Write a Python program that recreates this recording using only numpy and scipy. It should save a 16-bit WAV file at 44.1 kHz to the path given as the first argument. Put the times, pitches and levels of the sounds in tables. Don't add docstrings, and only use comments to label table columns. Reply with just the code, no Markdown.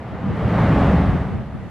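import sys
import numpy as np
from scipy import signal
from scipy.fft import rfft, irfft, next_fast_len
from scipy.io import wavfile
from scipy.ndimage import uniform_filter1d, minimum_filter1d, map_coordinates

SR = 44100
rng = np.random.default_rng(int(sys.argv[2]) if len(sys.argv) > 2 else 0)


def log_audio(samples):
    frames = np.atleast_2d(samples).T
    limited = np.clip(frames, -1, 1)
    pcm = np.round(limited * 32767).astype(np.int16)
    wavfile.write(sys.argv[1], SR, pcm)


N = 74970
TIME = np.arange(N) / SR

# time in seconds, level in dB.
RUSH_SWELL = [(0, -37.5), (.18, -35.5), (.3, -31.5), (.45, -27.5), (.6, -23.5), (.74, -22), (.86, -22.5),
              (.99, -24), (1.12, -27.5), (1.3, -33), (1.5, -40), (1.7, -40)]


def amp(db):
    return 10 ** (np.asarray(db) / 20)


def unit(x):
    return x / np.sqrt(np.mean(x ** 2) + 1e-20)


def along(points, hz):
    freqs, values = np.transpose(points)
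    return np.interp(np.log(hz + 1), np.log(freqs + 1), values)


def fader(points):
    return np.interp(TIME, *np.transpose(points))


def lull_db():
    db = fader(RUSH_SWELL)
    return db - db.max()


def wobble(rate):
    return map_coordinates(rng.standard_normal(256), [TIME * rate], mode="wrap")


def resonance(hz, centre, width):
    return 1 / (1 + (2 * (hz - centre) / width) ** 2)


def filtered(x, response):
    size = next_fast_len(N + SR // 2)
    return irfft(rfft(x, size) * response(np.fft.rfftfreq(size, 1 / SR)), size)[..., :N]


def turbulence(colour, width_db, patchy_db):
    spectra = signal.stft(rng.standard_normal((2, N)), nperseg=512)[2]
    patches = uniform_filter1d(rng.standard_normal(spectra.shape[1:]), size=5, axis=0)
    patches = unit(uniform_filter1d(patches, size=12, axis=1))
    mid, side = signal.istft(spectra * amp(patchy_db * patches), nperseg=512)[1][:, :N]
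    mid = filtered(mid, colour)
    side = filtered(side, lambda hz: colour(hz) * amp(width_db(hz)))
    return unit(np.array([mid + side, mid - side]))


def steadied(x, span_s):
    power = uniform_filter1d(np.mean(x ** 2, axis=0), size=int(span_s * SR))
    return unit(x / np.sqrt(np.abs(power) + 1e-9))


def rumble():
    # frequency in Hz, relative level in dB.
    tone = [(12, -46), (24, -27.5), (42, -13.5), (64, 3), (90, -2), (140, -1.5), (200, -2), (240, -9.5),
            (320, -14.5), (500, -44.5), (1200, -61), (4000, -110)]
    # centre in Hz, width in Hz, relative level in dB.
    hollows = [(69.4, 6.8, -.5), (112.5, 11, 2.5), (165, 11, 2.5), (198.3, 22.6, 3.5)]
    # time in seconds, level in dB.
    swell = [(0, -32.5), (.19, -32.5), (.26, -21), (.31, -24), (.35, -26.5), (.46, -18), (.57, -18.5),
             (.63, -15), (.72, -14), (.82, -16), (.88, -14.5), (.97, -14), (1.06, -19), (1.2, -21),
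             (1.28, -26.5), (1.45, -32), (1.7, -38.5)]
    width_db, deep_hz = -37.5, 95
    deepening_s, deepening_db_per_s = (.76, .96), 18
    ring = lambda hz: sum(amp(db) * resonance(hz, centre, width) for centre, width, db in hollows)
    broad = turbulence(lambda hz: amp(along(tone, hz)), lambda hz: width_db, patchy_db=-0.35)
    hollow = turbulence(ring, lambda hz: width_db, patchy_db=-0.5)
    body = steadied(broad + hollow * amp(-3.5 + .35 * lull_db()), span_s=.07)
    deep = filtered(body, lambda hz: 1 / (1 + (hz / deep_hz) ** 8))
    deep_db = deepening_db_per_s * (np.clip(TIME, *deepening_s) - np.mean(deepening_s))
    return (body - deep + deep * amp(deep_db)) * amp(fader(swell) + 0.26 * wobble(rate=16.26))


def rush():
    # frequency in Hz, relative level in dB.
    tone = [(120, -4.5), (300, -2), (500, 0.37), (780, -1.5), (1000, -6.5), (1230, -5.5), (1400, -10),
            (1950, -12), (2500, -19.5), (3300, -24.5), (5000, -38), (8000, -49), (14000, -72.5)]
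    # frequency in Hz, side over mid in dB.
    width = [(300, -21.5), (650, -25), (1100, -18.5), (2000, -16), (4000, -12.5)]
    front_s, front_half_s, front_db = 0.51, 0.27, 2
    widening = 0.38
    noise = turbulence(lambda hz: amp(along(tone, hz)), lambda hz: along(width, hz), patchy_db=0.8)
    midrange = filtered(noise, lambda hz: resonance(hz, centre=850, width=1100))
    front = np.exp(-((TIME - front_s) / front_half_s) ** 2)
    noise = noise + midrange * (amp(front_db * front) - 1)
    mono = noise.mean(axis=0)
    spread = mono + (noise - mono) * amp(-widening * lull_db())
    return spread * amp(fader(RUSH_SWELL) + 0.44 * wobble(rate=11))


def puffs():
    # centre in seconds, half length in seconds, level in dB.
    bursts = [(0.062, .014, -37.5), (0.139, 0.021, -29.5), (0.222, 0.023, -31.5), (0.276, 0.013, -22.5),
              (.32, 0.044, -28), (.448, 0.02, -29), (1.08, 0.032, -28), (1.149, 0.018, -21.5),
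              (1.242, 0.034, -36), (1.336, 0.047, -30.5), (1.38, 0.041, -25.5), (1.485, 0.017, -35),
              (1.554, 0.013, -25), (1.625, 0.066, -30)]
    # frequency in Hz, relative level in dB.
    tone = [(20, -43), (45, -22), (70, -4), (120, 2), (200, -1), (300, -14.5), (500, -25), (1200, -57.5),
            (4000, -100)]
    envelope = sum(amp(db) * np.exp(-((TIME - at) / half) ** 2) for at, half, db in bursts)
    return envelope * turbulence(lambda hz: amp(along(tone, hz)), lambda hz: 0, patchy_db=2.5)


def thumps():
    # centre in seconds, pitch in Hz, envelope peak in dB.
    hits = [(0.311, 110, -17), (0.396, 131, -14.5), (.453, 150, -13), (1.09, 95, -10), (1.35, 85, -20)]
    half_length_cycles = .8
    pressure = np.zeros(N)
    for at, hz, db in hits:
        cycles = (TIME - at) * hz
        envelope = amp(db) * np.exp(-(cycles / half_length_cycles) ** 2)
        pressure += envelope * np.cos(2 * np.pi * cycles + rng.uniform(0, 2 * np.pi))
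    return pressure


def leaves():
    # frequency in Hz, relative level in dB.
    tone = [(800, -8.5), (2500, 0), (4500, 0.5), (6500, -5), (9000, -8), (11500, -8), (13000, -15),
            (14500, -33)]
    # time in seconds, level in dB.
    swell = [(0, -65.5), (.2, -65.5), (.45, -59), (.6, -54.5), (.72, -54.5), (.9, -54), (1.1, -58.5),
             (1.3, -62.5), (1.5, -66), (1.7, -63.5)]
    hiss = turbulence(lambda hz: amp(along(tone, hz)), lambda hz: 0.5, patchy_db=1.2)
    return hiss * amp(fader(swell) + 0.1 * wobble(rate=25))


def hum():
    pitch_hz, waver_hz, port_lag_rad = 275, 4, 0.31
    crest_db, delay_s, growth = -27.5, .09, 1.8
    phase = 2 * np.pi * np.cumsum(pitch_hz + waver_hz * wobble(rate=22)) / SR
    tone = unit(np.sin(phase + port_lag_rad * np.array([[.5], [-.5]])))
    drive_db = np.interp(TIME - delay_s, TIME, lull_db())
    flutter_db = 2.0 * wobble(rate=18)
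    return tone * amp(crest_db + growth * drive_db + flutter_db)


def scene():
    return rush() + rumble() + hum() + leaves() + puffs() + thumps()


def record(dry):
    ceiling, window_samples, top_hz = .6, 600, 14500
    needed = np.minimum(1, ceiling / (np.abs(dry).max(axis=0) + 1e-9))
    held = minimum_filter1d(needed, size=window_samples)
    gain = uniform_filter1d(held, size=window_samples)
    return filtered(dry * gain, lambda hz: hz < top_hz)


dry = scene()
out = record(dry)
log_audio(out)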